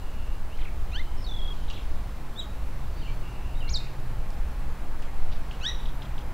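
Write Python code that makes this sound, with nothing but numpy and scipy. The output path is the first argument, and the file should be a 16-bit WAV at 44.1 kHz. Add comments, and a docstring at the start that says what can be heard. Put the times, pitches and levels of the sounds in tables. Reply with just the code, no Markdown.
"""Birds call among brick ruins: two rising harmonic calls, two clear whistles, a falling trill and fainter
notes far off. Their voices are gliding tones and bands of noise, and the walls throw back echoes without their
low notes, and a tail. Distant traffic, made of shaped noise, drones and slowly grows; engines hum as low tones
that waver. A breeze rumbles on the microphone, under a soft hiss that differs between the channels."""
import sys
import numpy as np
from scipy import signal
from scipy.fft import rfft, irfft, next_fast_len
from scipy.io import wavfile
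from scipy.ndimage import uniform_filter1d, map_coordinates

SR = 44100
rng = np.random.default_rng(int(sys.argv[2]) if len(sys.argv) > 2 else 0)


def undo_db(level):
    """Turn decibels back into plain size, where 20 dB means ten times bigger."""
    steps = np.asarray(level, float) / 20
    return 10 ** steps


def wrap_up_sound(samples):
    """Save the sound to the file named by the first command line argument, as 16-bit audio."""
    columns = np.atleast_2d(samples).T
    # keep every value between -1 and 1, then stretch to whole-number steps
    tamed = np.clip(columns, -1, 1)
    steps = np.round(tamed * 32767).astype(np.int16)
    wavfile.write(sys.argv[1], SR, steps)


N = 279241
TIME = np.arange(N) / SR


def unit(x):
    """Scale to rms 1."""
    return x / np.sqrt(np.mean(x ** 2) + 1e-20)


def along(points, hz):
    """Read (frequency, value) points on a log frequency axis."""
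    f, v = np.transpose(points)
    return np.interp(np.log(hz + 1), np.log(f + 1), v)


def curves(rows, t=TIME):
    """Give one value per instant for each column after the time."""
    s, *cols = np.transpose(rows)
    return [np.interp(t, s, c) for c in cols]


def wobble(rate, size=N):
    """A smooth random curve with `rate` random knots a second."""
    knots = rng.standard_normal(int(size * rate / SR) + 4)
    return map_coordinates(knots, [np.arange(size) * rate / SR])


def span(start, length):
    """Times of the samples of one note (s)."""
    return start + np.arange(round(length * SR)) / SR


def add(track, start, sound, edge):
    """Lay a sound on a track, fading in and out over `edge` seconds."""
    k = np.arange(len(sound))
    fade = np.clip(np.minimum(k, k[::-1]) / (edge * SR), 0, 1)
    piece = track[round(start * SR):][:len(sound)]
    piece += (sound * fade)[:len(piece)]


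def turns(hz):
    """Phase of a gliding tone, the glide smoothed over 2 ms."""
    return 2 * np.pi * np.cumsum(uniform_filter1d(hz, size=SR // 500)) / SR


def tone(hz, db):
    """A gliding sine whose rms follows a level in dB."""
    return np.sqrt(2) * undo_db(db) * np.sin(turns(hz))


def band(size, hz, width_hz):
    """Noise of rms 1 in a bell-shaped band."""
    f = np.fft.rfftfreq(size, 1 / SR)
    bell = np.exp(-2 * ((f - hz) / width_hz) ** 2)
    return unit(irfft(rfft(rng.standard_normal(size)) * bell, size))


# how far the left-right difference lies below the sum: (frequency [Hz], level [dB])
SIDE_LEVEL = [(30, -33), (80, -25), (170, -19), (350, -18), (700, -25), (1300, -28), (3000, -24)]


def rush(spectrum, patchy_db, side_level=SIDE_LEVEL):
    """Stereo noise of rms 1: a spectrum sets its colour, and smooth patches of random gain roughen it."""
    z = signal.stft(rng.standard_normal((2, N)), nperseg=512)[2]
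    field = rng.standard_normal(z.shape[1:])
    field = uniform_filter1d(field, size=6, axis=0)
    field = uniform_filter1d(field, size=14, axis=1)
    pair = signal.istft(z * undo_db(patchy_db * unit(field)), nperseg=512)[1][:, :N]
    m = next_fast_len(N)
    hz = np.fft.rfftfreq(m, 1 / SR)
    balance = [np.ones(len(hz)), undo_db(along(side_level, hz))]
    mid, side = irfft(rfft(pair, m) * undo_db(along(spectrum, hz)) * balance, m)[:, :N]
    return unit(np.array([mid + side, mid - side]))


# strength of the breeze: (time [s], level [dB])
BREEZE_LEVEL = [(0, -26), (.37, -26), (.62, -27), (1.23, -23.5), (2.08, -25), (2.5, -31.5), (3.1, -23),
                (3.25, -29.5), (3.7, -23), (3.93, -27), (4.1, -21.5), (5.06, -26.5), (5.34, -19),
                (5.57, -31), (5.73, -24.5), (6.33, -28.5)]
# colour of the breeze, relative: (frequency [Hz], density [dB per Hz])
BREEZE_COLOUR = [(3, -62), (5, 0.5), (12, 3), (23, -7), (30, -6), (37, -21.5), (50, -47), (80, -120)]
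# colour of the low rumble, relative: (frequency [Hz], density [dB per Hz])
RUMBLE_COLOUR = [(15, -120), (26, -11), (36, 1), (52, -1), (64, -2.5), (80, -13), (100, -11.5), (115, -18),
                 (150, -60), (250, -120)]


def breeze_and_rumble():
    """Very low noise swells as the breeze meets the microphone; a rumble follows it more gently."""
    breeze_db, = curves(BREEZE_LEVEL)
    rumble_db = -35.5 + 0.26 * (breeze_db - breeze_db.mean())
    breeze = undo_db(breeze_db) * rush(BREEZE_COLOUR, patchy_db=0.7)
    return breeze + undo_db(rumble_db) * rush(RUMBLE_COLOUR, patchy_db=0.87)


# colour of the engine drone, relative: (frequency [Hz], density [dB per Hz])
DRONE_COLOUR = [(62, -43), (105, -13.5), (160, -2.5), (210, -6), (300, -8.5), (400, -12), (520, -13.5),
                (680, -23), (1140, -120)]
# colour of the tyre noise, relative: (frequency [Hz], density [dB per Hz])
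TYRE_COLOUR = [(330, -23), (560, -4), (813, -0.5), (2600, -13.5), (3380, -22.5), (5720, -120)]


def traffic():
    """Far engines and tyres, as two bands of noise; both grow as traffic nears, the tyres faster."""
    nearing_db = 0.5 * TIME  # dB per second
    drone = undo_db(-48.5 + 0.25 * nearing_db) * rush(DRONE_COLOUR, patchy_db=-0.14)
    tyres = undo_db(-51 + nearing_db) * rush(TYRE_COLOUR, patchy_db=0.8)
    return drone + tyres


# colour of the blurred birds, relative: (frequency [Hz], density [dB per Hz])
CHATTER_COLOUR = [(1120, 3.5), (1900, -11.5), (2480, -5.5), (3790, -4), (4130, -4), (5160, -9), (8000, -15),
                  (10400, -54), (17600, -120)]


def chatter():
    """Distant birds blur into a band of noise that wavers slightly in level."""
    return undo_db(-54 + 0.7 * wobble(2.5)) * rush(CHATTER_COLOUR, patchy_db=0.6)


# colour of the hiss, relative: (frequency [Hz], density [dB per Hz])
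HISS_COLOUR = [(100, -20), (3000, -3), (9000, 2), (16000, 1)]


def hiss():
    """Steady bright noise, largely different in each channel."""
    return undo_db(-59) * rush(HISS_COLOUR, patchy_db=1.0, side_level=[(100, -3.5)])


# strength of the first engine: (time [s], level [dB])
HUM_LEVEL = [(0.0, -57), (1.74, -53), (1.83, -65), (2.2, -47), (2.5, -66), (2.82, -44), (3.37, -54.5),
             (3.75, -42.5), (4.21, -42), (4.32, -56), (4.71, -43.5), (4.83, -55.5), (6.08, -45),
             (6.33, -47.5)]
# a second, slower engine: (time [s], pitch [Hz], level [dB])
SLOW_ENGINE = [(2.9, 118.6, -64), (3.14, 117.3, -45), (3.48, 117, -51.5), (4.16, 120.3, -44.5),
               (4.4, 120.8, -65)]


def engine_hum():
    """Low firing tones from afar: one wavers in pitch and strength, a slower one in strength as it drifts."""
    db, = curves(HUM_LEVEL)
    hum = tone(132.1 + 2 * wobble(2) + 1.5 * wobble(10), db + 2 * wobble(8))
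    start, end = SLOW_ENGINE[0][0], SLOW_ENGINE[-1][0]
    t = span(start, end - start)
    hz, db = curves(SLOW_ENGINE, t)
    add(hum, start, tone(hz, db + 1.5 * wobble(7.7, size=len(t))), edge=0.16)
    return hum


# echoes from rough walls: (delay [s], level [dB])
WALL_ECHOES = [(.004, -3.5), (.011, -15), (0.016, -35.5), (.025, -3.5), (.032, -5), (0.038, -22.5)]
# band that the crumbling brick sends back: (lowest [Hz], highest [Hz])
BRICK_BAND = [2600, 8700]
# how long the tail takes to fall by 60 dB: (frequency [Hz], time [s])
TAIL_TIME = [(1500, 0.28), (2300, 1), (3500, 0.58), (9000, 0.7)]


def ruins(x, walls_db, tail_db):
    """Direct sound, smeared wall echoes in a band from 2600 to 8700 Hz, and a diffuse tail that builds up, then
    dies at its own rate per pitch."""
    hz, t, z = signal.stft(rng.standard_normal(SR), SR, nperseg=256)
    decay = undo_db(-60 * t / along(TAIL_TIME, hz)[:, None])
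    build_up = np.clip(t / 0.012, 0, 1)
    tail = signal.istft(z * decay * build_up, SR, nperseg=256)[1]
    walls = np.zeros(len(tail))
    for delay, db in WALL_ECHOES:
        smear = rng.standard_normal(SR // 125)  # bricks at many depths spread each echo over 8 ms
        add(walls, delay, undo_db(db) * smear / np.linalg.norm(smear), edge=0.00012)
    walls = signal.sosfilt(signal.butter(2, BRICK_BAND, "bandpass", fs=SR, output="sos"), walls)
    walls = walls * np.sqrt(SR / 2 / np.ptp(BRICK_BAND))  # make up for the energy the filter removes
    answer = undo_db(tail_db) * tail / np.linalg.norm(tail) + undo_db(walls_db) * walls
    answer[0] = 1  # the direct sound
    return signal.fftconvolve(x, answer)[:N]


def hoarse(hz, db):
    """A tone roughened by fast random changes of pitch and level."""
    rough_db = db + 1.5 * wobble(200, size=len(hz))
    return tone(hz * (1 + 0.016 * wobble(350, size=len(hz))), rough_db)


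# pulsing warbles: (start [s], end [s], centre [Hz], width [Hz], level [dB])
WARBLES = [(.01, 0.372, 2800, 300, -61.5), (0.875, 1.22, 3040, 220, -62.5),
           (1.169, 1.255, 5250, 600, -61.5), (3.788, 3.89, 2495, 700, -56), (1.27, 1.317, 5850, 500, -64),
           (1.566, 1.656, 3100, 200, -58.5), (3.013, 3.142, 4340, 350, -64.5),
           (3.054, 3.11, 2900, 400, -53), (3.224, 3.56, 2780, 280, -60)]


def far_warbles():
    """Buzzy warbles smeared by distance: bands of noise that pulse 76 times a second."""
    out = np.zeros(N)
    for s, end, hz, width_hz, db in WARBLES:
        t = span(0, end - s)
        pulses = 1 + 0.31 * np.sin(2 * np.pi * 76 * t)
        add(out, s, undo_db(db) * unit(pulses * band(len(t), hz, width_hz)), edge=0.0041)
    return out


# gliding notes: (time [s], length [s], start [Hz], end [Hz], level [dB])
GLIDES = [(0.508, 0.053, 2500, 3130, -57), (.584, 0.013, 2600, 1950, -53),
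          (0.602, 0.033, 4350, 2890, -56.5), (.592, .01, 3400, 2800, -55), (.598, .012, 2330, 1900, -55),
          (.612, .012, 3280, 2900, -54), (.632, 0.0071, 4200, 4050, -64), (0.615, 0.024, 2700, 1950, -53),
          (.647, 0.017, 2950, 2020, -50), (0.666, 0.025, 2760, 2160, -49.5),
          (1.701, 0.0039, 3120, 2600, -41), (1.706, 0.0097, 3030, 2900, -43),
          (1.703, 0.014, 4670, 3130, -50), (1.759, .027, 4000, 2200, -50), (1.783, .014, 3460, 2670, -52),
          (1.693, 0.0064, 2900, 4000, -53), (1.797, .012, 3080, 2300, -60), (1.8, 0.013, 2400, 2220, -62),
          (1.811, 0.0217, 3900, 3000, -57), (2.966, 0.043, 4600, 4680, -61),
          (3.019, 0.04, 3140, 2670, -52.5), (3.083, 0.043, 2930, 3170, -61),
          (3.075, 0.036, 2356, 2326, -50), (3.552, 0.0073, 3800, 3600, -56), (3.57, 0.015, 3790, 3750, -52),
          (3.605, 0.029, 3210, 2710, -47.5), (3.639, .015, 2890, 2800, -50), (3.657, .02, 2800, 2790, -48),
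          (3.592, .017, 4780, 4830, -62), (3.68, 0.01, 4180, 4340, -45), (3.69, .006, 4400, 6800, -52),
          (2.995, .012, 4000, 3600, -60), (3.676, 0.033, 2120, 2420, -50), (5.315, 0.021, 3820, 3900, -65),
          (5.331, 0.01, 3200, 2900, -52), (5.531, .022, 2930, 2900, -58)]
# up-and-down notes: (time [s], length [s], top [Hz], level [dB])
ARCHED_NOTES = [(1.681, .011, 3950, -50), (1.736, 0.011, 3930, -47), (1.75, 0.02, 4150, -55)]


def far_notes():
    """Hoarse notes of other birds, gliding one way or arching up and down."""
    out = np.zeros(N)
    for s, length, start_hz, end_hz, db in GLIDES:
        u = span(0, length) / length
        hz = end_hz + (start_hz - end_hz) * (1 - u) ** 1.5  # moves fastest at its start
        add(out, s, hoarse(hz, db), edge=min(0.002, length / 4))
    foot_hz = 2730
    for s, length, top_hz, db in ARCHED_NOTES:
        u = span(0, length) / length
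        add(out, s, hoarse(foot_hz + (top_hz - foot_hz) * np.sin(np.pi * u), db), edge=0.0016)
    return out


# harsh chips: (time [s], length [s], centre [Hz], width [Hz], level [dB])
HARSH_CHIPS = [(.572, .006, 4000, 4000, -54), (0.579, .09, 3280, 2200, -63),
               (1.698, 0.0067, 3300, 4400, -45), (1.705, 0.0076, 3780, 4000, -47),
               (1.693, .11, 3080, 2200, -58), (4.303, .0045, 5440, 6100, -50.5),
               (5.02, .0062, 5000, 7040, -55), (5.313, 0.029, 3420, 2800, -50),
               (5.6, .004, 2800, 4000, -48)]


def far_chips():
    """Harsh chips: bursts of broadband noise."""
    out = np.zeros(N)
    for s, length, hz, width_hz, db in HARSH_CHIPS:
        add(out, s, undo_db(db) * band(len(span(0, length)), hz, width_hz), edge=length / 4)
    return out


# short ticks: (time [s], start pitch [Hz], level [dB])
FALLING_TICKS = [(5.024, 3500, -49), (5.51, 3560, -43), (5.855, 4070, -42.5), (6.019, 4060, -43),
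                 (6.179, 3940, -43.5)]


def far_ticks():
    """Each tick is a steep drop in pitch with a breathy puff of noise from halfway through."""
    out = np.zeros(N)
    tick_s, fall_hz, puff_s = 0.0055, 1350, 0.014
    for s, hz, db in FALLING_TICKS:
        add(out, s, hoarse(hz - fall_hz * span(0, tick_s) / tick_s, db), edge=tick_s / 4)
        puff = undo_db(db - 9.5) * band(len(span(0, puff_s)), 3300, width_hz=4200)
        add(out, s + tick_s / 2, puff, edge=puff_s / 4)
    return out


# thin steady notes high up: (time [s], length [s])
THIN_NOTES = [(5.847, .031), (5.882, .022), (5.909, .058)]


def far_thin_tone():
    """A faint, pure tone at 12170 Hz."""
    out = np.zeros(N)
    for s, length in THIN_NOTES:
        thin = np.sqrt(2) * undo_db(-67.5) * np.sin(2 * np.pi * 12170 * span(0, length))
        add(out, s, thin, edge=0.003)
    return out


# rising calls of a near bird: (time [s], pitch [Hz], effort [dB], beak closed [0-1])
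RISING_CALLS = [
    [(.915, 1182, -53, 0), (.939, 1340, -46, 0.14), (.963, 1530, -35, 0.03), (.973, 1697, -45.5, 0.48),
     (.987, 1810, -46, .35), (.999, 2020, -54, 0.83), (1.005, 2080, -61.5, 0.98), (1.012, 2110, -62, 1),
     (1.02, 2000, -72, 1)],
    [(5.609, 1250, -50, 0), (5.614, 1266, -44.5, 0.1), (5.63, 1400, -43, 0.1), (5.648, 1548, -34.5, 0.17),
     (5.666, 1790, -29, 0.01), (5.68, 1887, -35, 0.2), (5.692, 1960, -35, 0.18), (5.706, 1893, -42.5, 0.2),
     (5.714, 1895, -47, 0.57), (5.722, 1860, -58, .4)],
]
# each call faces another way: (walls [dB], tail [dB])
RISING_ROOM = [(-15, -24), (-18, -10)]
# voice of each call: (share of pitch per step [fraction], upper harmonics at 1240 Hz [dB],
# their change per kHz of climb [dB], extra on harmonics 4-6 [dB])
RISING_VOICE = [(.008, 3, -18, -8), (.06, 1.5, -7, 0.5)]
# strength of harmonics 1-6 before throat and beak shape them: (level [dB])
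OVERTONES = [0.5, 1, -11.5, -23, -20, -34]
# fixed resonances of the throat: (frequency [Hz], gain [dB])
THROAT_GAIN = [(1000, -1), (3000, -1), (4200, 3.5), (4700, 0.5), (5200, -3.5), (5800, 12.5), (6300, 6.5),
               (6900, -5), (7500, 1), (9000, -17), (12000, -16)]


def rising_bird():
    """A stack of harmonics sweeps up through the fixed throat; pitch and every harmonic flutter."""
    out = np.zeros(N)
    open_db, closed_db = -11.5, 21.5  # the fundamental with beak open and shut
    steps_per_s, step_s = 83, 5.688  # pitch steps, and the moment of one of them
    for call, (walls_db, tail_db), voicing in zip(RISING_CALLS, RISING_ROOM, RISING_VOICE):
        warble, upper_db, db_per_khz, edge_db = voicing
        t = span(call[0][0], call[-1][0] - call[0][0])
        hz, db, closed = curves(call, t)
        low_db = open_db + (closed_db - open_db) * closed
        high_db = upper_db + db_per_khz * (hz - 1240) / 1000
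        high_db = high_db - 3 * closed  # the shut beak muffles them
        high_db = high_db - 0.38 * np.clip(db + 40.5, 0, None)  # they lag behind loud effort
        # the voice climbs in steps: it jumps up, then droops and fades a little
        step = (steps_per_s * (t - step_s)) % 1
        phase = turns(hz * (1 + 0.013 * wobble(184.4, size=len(t)) + warble * (0.5 - step)))
        stack = 0
        for k, level in enumerate(OVERTONES, start=1):
            flutter_db = 0.7 * k * wobble(218, size=len(t))
            gain_db = level + along(THROAT_GAIN, k * hz) + flutter_db
            gain_db = gain_db + (k == 1) * low_db + (k > 2) * high_db + (k > 3) * edge_db
            stack = stack + undo_db(gain_db) * np.sin(k * phase)
        fade_db = uniform_filter1d(55 * warble * step ** 4, size=SR // 500)
        voice = np.zeros(N)
        add(voice, t[0], np.sqrt(2) * undo_db(db - fade_db) * stack, edge=0.0014)
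        out += ruins(voice, walls_db, tail_db)
    return out


# trill notes, each dropping onto its pitch: (time [s], pitch [Hz])
TRILL_NOTES = [(1.177, 5300), (1.191, 5300), (1.202, 5200), (1.217, 5170), (1.24, 4390), (1.263, 3790),
               (1.285, 3550), (1.309, 3480), (1.335, 3400), (1.361, 3430), (1.385, 3305), (1.413, 3310),
               (1.444, 3305), (1.474, 3310), (1.501, 3290)]


def triller():
    """Each note starts high and faint, settles on its pitch within a few ms and ends just before the next."""
    out = np.zeros(N)
    ends = [row[0] for row in TRILL_NOTES[1:]] + [1.535]
    for (s, hz), after in zip(TRILL_NOTES, ends):
        t = span(0, after - s - 0.0046)
        onset = np.exp(-(t / 0.0028) ** 2)
        # notes away from 3400 Hz are fainter, with the square of the distance
        db = -42 - 4.5 * ((hz - 3400) / 1000) ** 2 - 10 * onset
        drop_hz = np.clip(np.minimum(2.7 * (5400 - hz), 1.36 * (hz - 2850)), 200, 1000)
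        add(out, s, tone(hz + drop_hz * onset, db), edge=0.0024)
    return out


# clear whistles: (time [s], pitch [Hz], level [dB])
WHISTLE_CALLS = [
    [(2.355, 3250, -65), (2.362, 3460, -47), (2.371, 3550, -49), (2.396, 3890, -34), (2.403, 3730, -35.5),
     (2.41, 3380, -44), (2.42, 3170, -47), (2.429, 3050, -58)],
    [(3.69, 3000, -41), (3.696, 5070, -39.5), (3.702, 6430, -43), (3.708, 6850, -44), (3.715, 6950, -48),
     (3.724, 6720, -46), (3.734, 6050, -42), (3.744, 4850, -30), (3.75, 4390, -29.5), (3.762, 3760, -30),
     (3.77, 3700, -34), (3.778, 3600, -36)],
]
# what the ruins answer to each whistle: (walls [dB], tail [dB])
WHISTLE_ECHO = [(-11, -12.5), (-16.5, -12.5)]


def whistler():
    """A pure gliding tone with a weak octave and a fainter twelfth; strain makes both swell near the end."""
    out = np.zeros(N)
    relaxed_db, strained_db = -26, -16.5  # the octave before and under strain
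    for call, (walls_db, tail_db) in zip(WHISTLE_CALLS, WHISTLE_ECHO):
        t = span(call[0][0], call[-1][0] - call[0][0])
        hz, db = curves(call, t)
        strain = np.clip((t - t[-1] + 0.05) / 0.012, 0, 1)  # starts 50 ms before the end, grows for 12 ms
        octave_db = relaxed_db + (strained_db - relaxed_db) * strain
        octave_db = octave_db - 65 * np.clip(hz - 3900, 0, 800) / 1000  # thins out above 3900 Hz
        phase = turns(hz)
        overtones = np.sin(2 * phase) + undo_db(-16) * np.sin(3 * phase)
        whistle = np.sin(phase) + undo_db(octave_db) * overtones
        voice = np.zeros(N)
        add(voice, t[0], np.sqrt(2) * undo_db(db) * whistle, edge=0.00092)
        out += ruins(voice, walls_db, tail_db)
    return out


def scene():
    """Every bird stands at its own distance from the walls, over traffic, breeze and hiss."""
    background = breeze_and_rumble() + traffic() + chatter() + hiss()
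    far = far_warbles() + far_notes() + far_chips() + far_ticks() + far_thin_tone()
    others = ruins(far, walls_db=-9, tail_db=-13)
    trill = ruins(triller(), walls_db=-21, tail_db=-28)
    return background + engine_hum() + others + rising_bird() + trill + whistler()


def low_pass(x):
    """Removes everything above the highest recorded frequency."""
    return signal.sosfilt(signal.butter(12, 16740, fs=SR, output="sos"), x)


def record(dry):
    """A microphone that keeps nothing above its band limit of 15760 Hz."""
    m = next_fast_len(N)
    in_band = np.fft.rfftfreq(m, 1 / SR) < 15760
    kept = irfft(rfft(dry, m) * in_band, m)[:, :N]
    return low_pass(kept)


dry = scene()
out = record(dry)
wrap_up_sound(out)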